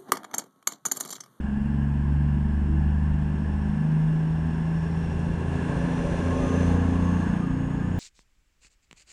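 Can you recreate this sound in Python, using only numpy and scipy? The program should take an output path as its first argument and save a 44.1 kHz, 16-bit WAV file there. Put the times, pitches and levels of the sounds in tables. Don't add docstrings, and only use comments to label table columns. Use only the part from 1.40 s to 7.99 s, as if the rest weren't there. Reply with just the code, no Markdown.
import sys
import numpy as np
from scipy import signal
from scipy.io import wavfile
from scipy.ndimage import uniform_filter1d

SR = 44100
rng = np.random.default_rng(int(sys.argv[2]) if len(sys.argv) > 2 else 0)


def store_wav(level_fs):
    pcm = np.round(np.clip(np.atleast_2d(level_fs), -1, 1) * 32767)
    wavfile.write(sys.argv[1], SR, pcm.T.astype(np.int16))


def ratio_of_db(decibels):
    return 10 ** (np.asarray(decibels, float) / 20)


N = 290619
T = np.arange(N) / SR


def evened(x):
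    return x / np.sqrt(np.mean(x ** 2) + 1e-20)


def curve(rows):
    t_s, value = np.transpose(rows)
    return np.interp(T, t_s, value)


def drift(max_hz):
    t = T[::256]
    slow = sum(np.sin(2 * np.pi * (f * t + rng.random())) for f in np.geomspace(max_hz / 10, max_hz, 12))
    return np.interp(T, t, evened(slow))


def swells(rows):
    t = T[::64]
    bells = sum(ratio_of_db(db) * np.exp(-.5 * ((t - at_s) / max(width_s, .02)) ** 2) for at_s, db, width_s in rows)
    return np.interp(T, t, bells)


def roar(colour, patchy_db, size=1024, resonances=()):
    hz = np.fft.rfftfreq(size, 1 / SR)
    a, b, patches = rng.standard_normal((4 * N // size + 6, len(hz), 3)).T
    patches = uniform_filter1d(patches, size=8, axis=0)
    patches = evened(uniform_filter1d(patches, size=12, axis=1))
    f, db_per_hz = np.transpose(colour)
    colour_db = np.interp(np.log(hz + 1), np.log(f + 1), db_per_hz, left=-90, right=-110)
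    for at_hz, width_hz, db in resonances:
        colour_db = colour_db + db / (1 + (2 * (hz - at_hz) / width_hz) ** 2)
    z = (a + 1j * b) * ratio_of_db(colour_db[:, None] + patchy_db * patches)
    return evened(signal.istft(z, nperseg=size, noverlap=3 * size // 4)[1][:N])


def whistle(hz, width_hz, steady=0.):
    t = T[::16]
    r = np.exp(-np.pi * width_hz * t[1])
    noise = rng.standard_normal((len(t), 2)) @ [1, 1j]
    slow = signal.lfilter([(1 - r) ** 1.5], np.convolve([1, -r], [1, -r]), noise)
    carrier = np.exp(2j * np.pi * np.cumsum(hz + 0 * T) / SR)
    return evened((np.interp(T, t, steady + slow) * carrier).real)


def circuit_tones():
    # f/Hz, level/dB [rms]
    circuit = [(4800, -96), (5600, -86), (7400, -86), (9600, -90)]
    return sum(np.sqrt(2) * ratio_of_db(db) * np.sin(2 * np.pi * hz * T) for hz, db in circuit)


def machines():
    # f/Hz, level/dB [rms],
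    # strongest t/s, earshot/s, waver/Hz
    auxiliaries = [(47.8, -43, 1, 1.9, 4.1), (50, -37, 5.3, 0.2, 5.8), (283, -47, .45, .15, 7.1),
                   (320, -42.5, 1.38, .15, 8), (382, -44.5, 4.05, 0.24, 10), (420, -46.5, 4.27, .15, 11),
                   (820, -50.5, 5.3, 0.18, 13), (371, -48, 4.9, 0.35, 11), (445, -43.5, 4.9, 0.17, 8.9),
                   (479, -42, 5.27, 0.18, 10), (517, -49, 4.95, 0.32, 14), (495, -49, 5.7, .25, 30),
                   (500, -47, 6.4, .3, 120), (398, -47, 3.59, .15, 21), (565, -40, 4.86, 0.32, 16),
                   (1072, -47, 5.05, .25, 20), (1051, -52.5, 4.34, 0.14, 20), (1213, -49.5, 5.15, 0.18, 13),
            (1220, -48.5, 6.03, 0.12, 19), (1104, -46.5, 5.75, 0.32, 150), (1225, -53, 6.35, .1, 10),
            (1603, -57, 4.9, 0.55, 12), (2727, -61, 4.2, 0.71, 66), (680, -46, 5.32, 0.13, 22),
            (1700, -54, 4.37, 0.34, 27), (5470, -75, 2.5, .9, 120), (6800, -76.5, 3.7, .5, 90),
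            (6900, -65, 5.1, 0.39, 280)]
    return sum(swells([(t_s, db, heard_s)]) * whistle(hz, waver_hz, steady=.35)
               for hz, db, t_s, heard_s, waver_hz in auxiliaries)


def turbo():
    # t/s, level/dB [rms], in line/s
    inlets = [
        (2.4, -78, .4),
        (3.55, -68, .3),
        (4.75, -64.5, .3),
        (5.2, -58.5, .13),
        (5.7, -63.5, .15),
        (6.4, -69, .4),
    ]
    idle_hz, climb_hz_per_s, spool_s, spool_soft_s = 5300, 470, 3.4, .71
    since_s = T - spool_s
    hz = idle_hz + climb_hz_per_s * (since_s + np.hypot(since_s, spool_soft_s)) / 2
    tone = whistle(hz, 105)
    skirt = (.5 + .1 * T) * whistle(hz, 480)
    return swells(inlets) * (tone + skirt)


def casings(crank, bay_db):
    # f/Hz, level/dB [per Hz]
    rumble_colour = [(12, -30), (22, -14), (34, -7.5), (50, -2), (60, -3.5), (70, -12), (90, -39.5)]
    # f/Hz, level/dB [per Hz]
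    drone_colour = [(160, -25), (280, -1), (323, -8), (525, -16.5), (882, -9), (1050, -15), (1230, -20.5),
                    (1680, -16), (2300, -28.5), (2780, -24), (3870, -42.5), (5380, -39.5), (5910, -49),
                    (8630, -41), (12000, -65.5), (15600, -99), (22000, -120)]
    # f/Hz, level/dB [per Hz]
    bay_colour = [(350, -34.5), (600, -5), (907, -5), (1080, -3.5), (1370, -13), (1660, -17), (2000, -15),
                  (2770, -14), (3060, -21), (3470, -19), (4630, -27.5), (6250, -25.5), (7550, -29),
                  (9580, -28), (12000, -52.5), (15600, -83), (22000, -120)]
    # f/Hz, level/dB [per Hz]
    boom_colour = [(250, -26.5), (330, 0), (430, 5), (580, -1.5), (680, -6.5), (900, -41)]
    # f/Hz, width/Hz, lift/dB
    resonances = [(1065, 88, 4.5), (1197, 140, -3), (1597, 120, 5.5), (1734, 86, 9), (1810, 150, -4),
                  (2754, 51, 3), (3420, 370, 2.5), (3880, 360, -3), (4200, 210, 4), (4630, 300, -2),
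                  (5410, 180, 4), (6680, 150, 5), (8400, 900, 0.5)]
    # t/s, level/dB [rms], length/s
    thuds = [
        (1.4, -38, .2),
        (3.3, -42, .06),
        (4.55, -37, .12),
        (5.03, -33, .04),
        (5.6, -34, .08),
        (6.12, -34, .08),
    ]
    far_db, rumble_db, drone_db, boom_db = -77, -36.5, -46, -56
    drone_share, boom_share = .04, 1.35
    load_db_per_s, rumble_lumps_db = .4, 1.5
    open_s, shut_s, open_db, slide_s = 4.1, 6.0, 3.2, .05

    rise_db = bay_db - far_db
    gap = (np.tanh((T - open_s) / slide_s) - np.tanh((T - shut_s) / slide_s)) / 2
    drone_db = drone_db + drone_share * rise_db + load_db_per_s * T + open_db * gap
    boom_db = uniform_filter1d(boom_db + boom_share * rise_db, size=SR // 3)
    knock = 1 + .07 * np.cos(3 * crank) + .07 * np.cos(1.5 * crank) + .07 * np.cos(crank / 2)

    ground = ratio_of_db(rumble_db + rumble_lumps_db * drift(5)) + swells(thuds)
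    rumble = ground * ratio_of_db(-3.0) * roar(rumble_colour, patchy_db=1.0, size=4096)
    drone = ratio_of_db(drone_db + 1.94) * roar(drone_colour, patchy_db=0.55, resonances=resonances)
    bay = ratio_of_db(bay_db + 17.0) * roar(bay_colour, patchy_db=0.54, resonances=resonances) * knock
    boom = ratio_of_db(boom_db - 4.8) * roar(boom_colour, patchy_db=0.1, size=2048) * knock ** 2
    return rumble + drone + bay + boom


def exhaust(crank, bay_db):
    # order, t/s, level/dB [rms], in line/s
    order_swells = [(3, 0.0, -37.0, 0.05), (3, 0.74, -36.0, 0.07), (3, 1.06, -26.0, 0.68), (3, 1.55, -31.0, 0.19),
                    (3, 2.16, -30.5, 0.12), (3, 3.04, -34.5, 0.1), (3, 3.78, -32.5, 0.35), (3, 4.13, -36.0, 0.06),
                    (3, 4.82, -36.5, 0.2), (3, 4.89, -31.5, 0.05), (3, 5.3, -25.0, 0.14), (3, 5.68, -27.5, 0.17),
                    (3, 6.18, -36.5, 0.06), (3, 6.55, -31.0, 0.1), (6, 0.43, -29.0, 0.15), (6, 0.87, -26.5, 0.16),
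                    (6, 1.38, -29.5, 0.09), (6, 1.78, -28.5, 0.15), (6, 2.57, -31.0, 0.1), (6, 2.74, -25.0, 0.32),
                    (6, 3.3, -29.0, 0.08), (6, 3.53, -29.5, 0.1), (6, 3.87, -32.0, 0.1), (6, 4.44, -37.5, 0.04),
                    (6, 4.56, -33.0, 0.34), (6, 5.27, -29.0, 0.13), (6, 5.69, -27.0, 0.12), (6, 6.01, -30.5, 0.1),
                    (6, 6.49, -34.0, 0.14),
                    (4, 4.71, -44.0, 0.7), (4, 5.39, -47.0, 0.1), (4, 6.5, -37.0, 0.44), (5, 3.81, -44.5, 0.08),
              (5, 4.11, -41.0, 0.07), (5, 4.36, -41.0, 0.06), (5, 4.38, -37.5, 0.7), (5, 5.24, -36.5, 0.12),
              (5, 5.8, -43.0, 0.04), (5, 6.2, -31.5, 0.28), (7, 0.0, -46.0, 0.09), (7, 2.45, -40.5, 0.09),
              (7, 4.25, -46.5, 0.19), (7, 5.15, -38.5, 0.05), (7, 5.6, -34.5, 0.43), (7, 5.95, -37.0, 0.05),
              (7, 6.38, -39.5, 0.11), (8, 0.0, -43.5, 0.08), (8, 0.98, -43.5, 0.08), (8, 1.69, -33.0, 0.64),
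              (8, 2.32, -33.0, 0.1), (8, 3.14, -43.5, 0.06), (8, 3.74, -45.0, 0.19), (8, 5.41, -38.5, 0.46),
              (8, 5.93, -39.0, 0.11), (8, 6.5, -38.5, 0.09),
                    (9, 0.16, -35.0, 0.05), (9, 0.28, -30.5, 0.23), (9, 1.05, -38.5, 0.07), (9, 1.1, -36.5, 0.44),
             (9, 2.45, -38.0, 0.13), (9, 3.12, -42.5, 0.14), (9, 4.2, -35.0, 0.09), (9, 4.48, -32.5, 0.12),
             (9, 5.05, -29.5, 0.19), (9, 5.54, -30.5, 0.2), (9, 6.11, -34.0, 0.07), (9, 6.31, -35.0, 0.16),
             (10, 0.27, -41.5, 0.1), (10, 0.37, -42.0, 0.55), (10, 2.02, -50.0, 0.43),
             (10, 5.33, -44.0, 0.09), (10, 5.62, -47.5, 0.7), (11, 0.51, -44.5, 0.06),
             (11, 1.25, -53.5, 0.7), (11, 4.85, -46.0, 0.69), (11, 6.17, -46.0, 0.26)]
    # order, level/dB [rms]
    floor_orders = [(3, -49), (4, -58), (5, -56), (6, -41), (7, -55), (8, -52), (9, -55), (10, -57),
                    (11, -60)]
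    # order, far level/dB, near level/dB
    minor = [(1, -47, -48.5), (1.5, -48.5, -50), (2, -50, -48), (2.5, -64, -46), (3.5, -53, -62.5),
             (4.5, -53.5, -44), (5.5, -62, -47), (6.5, -57, -46), (7.5, -51.5, -53), (8.5, -51, -63.5),
             (9.5, -52.5, -55.5), (10.5, -53, -52), (12, -53.5, -57), (13, -53, -57), (14, -62.5, -56),
             (15, -59, -51.5)]
    # f/Hz, level/dB [per Hz]
    flow_colour = [(50, -28.5), (70, -6), (100, -7.5), (135, -4), (190, -1), (240, 0), (320, -9.5),
                   (450, -16.5), (600, -54)]

    near = uniform_filter1d(np.clip((bay_db - bay_db[0]) / 13.0, 0, 1), size=SR // 2)
    late = np.clip(T / 5 - .4, 0, 1)
    lined_up = order_swells
    out = np.zeros(N)
    for order, floor_db in floor_orders:
        size = ratio_of_db(floor_db) + swells([row[1:] for row in lined_up if row[0] == order])
        lag = .23 * order - .8 + .2 * late * (order - 6.5) ** 2 + .3 * drift(.8)
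        out += size * ratio_of_db(1.3 / order + .4 * drift(10)) * np.cos(order * crank - lag)
    for order, far_db, near_db in minor:
        lag = 2 * np.pi * rng.random() + .5 * drift(1)
        level_db = far_db + near * (near_db - far_db) + 1.9 * drift(2.5)
        out += ratio_of_db(level_db) * np.cos(order * crank - lag)
    flow = ratio_of_db(-41.5 + 5.5 * near ** 2) * roar(flow_colour, patchy_db=2.8, size=4096)
    return np.sqrt(2) * out + flow


def scene():
    # t/s, crank rate/(turns/s)
    speed = [(0.0, 22.99), (0.4, 23.58), (0.8, 24.15), (1.2, 24.34), (1.6, 24.99), (2.0, 25.19),
             (2.4, 25.91), (2.8, 26.4), (3.2, 26.92), (3.6, 27.33), (4.0, 27.75), (4.4, 28.25),
             (4.8, 28.53), (5.2, 28.81), (5.6, 29.07), (6.0, 29.15), (6.4, 29.42), (6.59, 29.5)]
    # t/s, level/dB
    nearness = [(0.0, -77), (1.3, -77), (1.9, -73), (2.55, -70), (3.0, -70.5), (3.6, -66.5), (4.05, -65),
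                (4.15, -62), (4.8, -59), (5.31, -58), (5.39, -63), (5.85, -63.5), (6.15, -71), (6.5, -71.5),
                (6.59, -68)]
    crank = 2 * np.pi * np.cumsum(curve(speed)) / SR
    bay_db = curve(nearness)
    return (machines() + turbo() + casings(crank, bay_db) + exhaust(crank, bay_db))[None]


def top_cut(x):
    return signal.sosfilt(signal.butter(12, 12150, fs=SR, output="sos"), x)


def record(dry):
    heard = signal.sosfilt(signal.butter(1, 22, "high", fs=SR, output="sos"), dry)
    start = np.sin(np.pi / 2 * np.minimum(T / .003, 1)) ** 2
    mix = (heard + circuit_tones() + .0005) * start
    return top_cut(mix)


dry = scene()
out = record(dry)
store_wav(out)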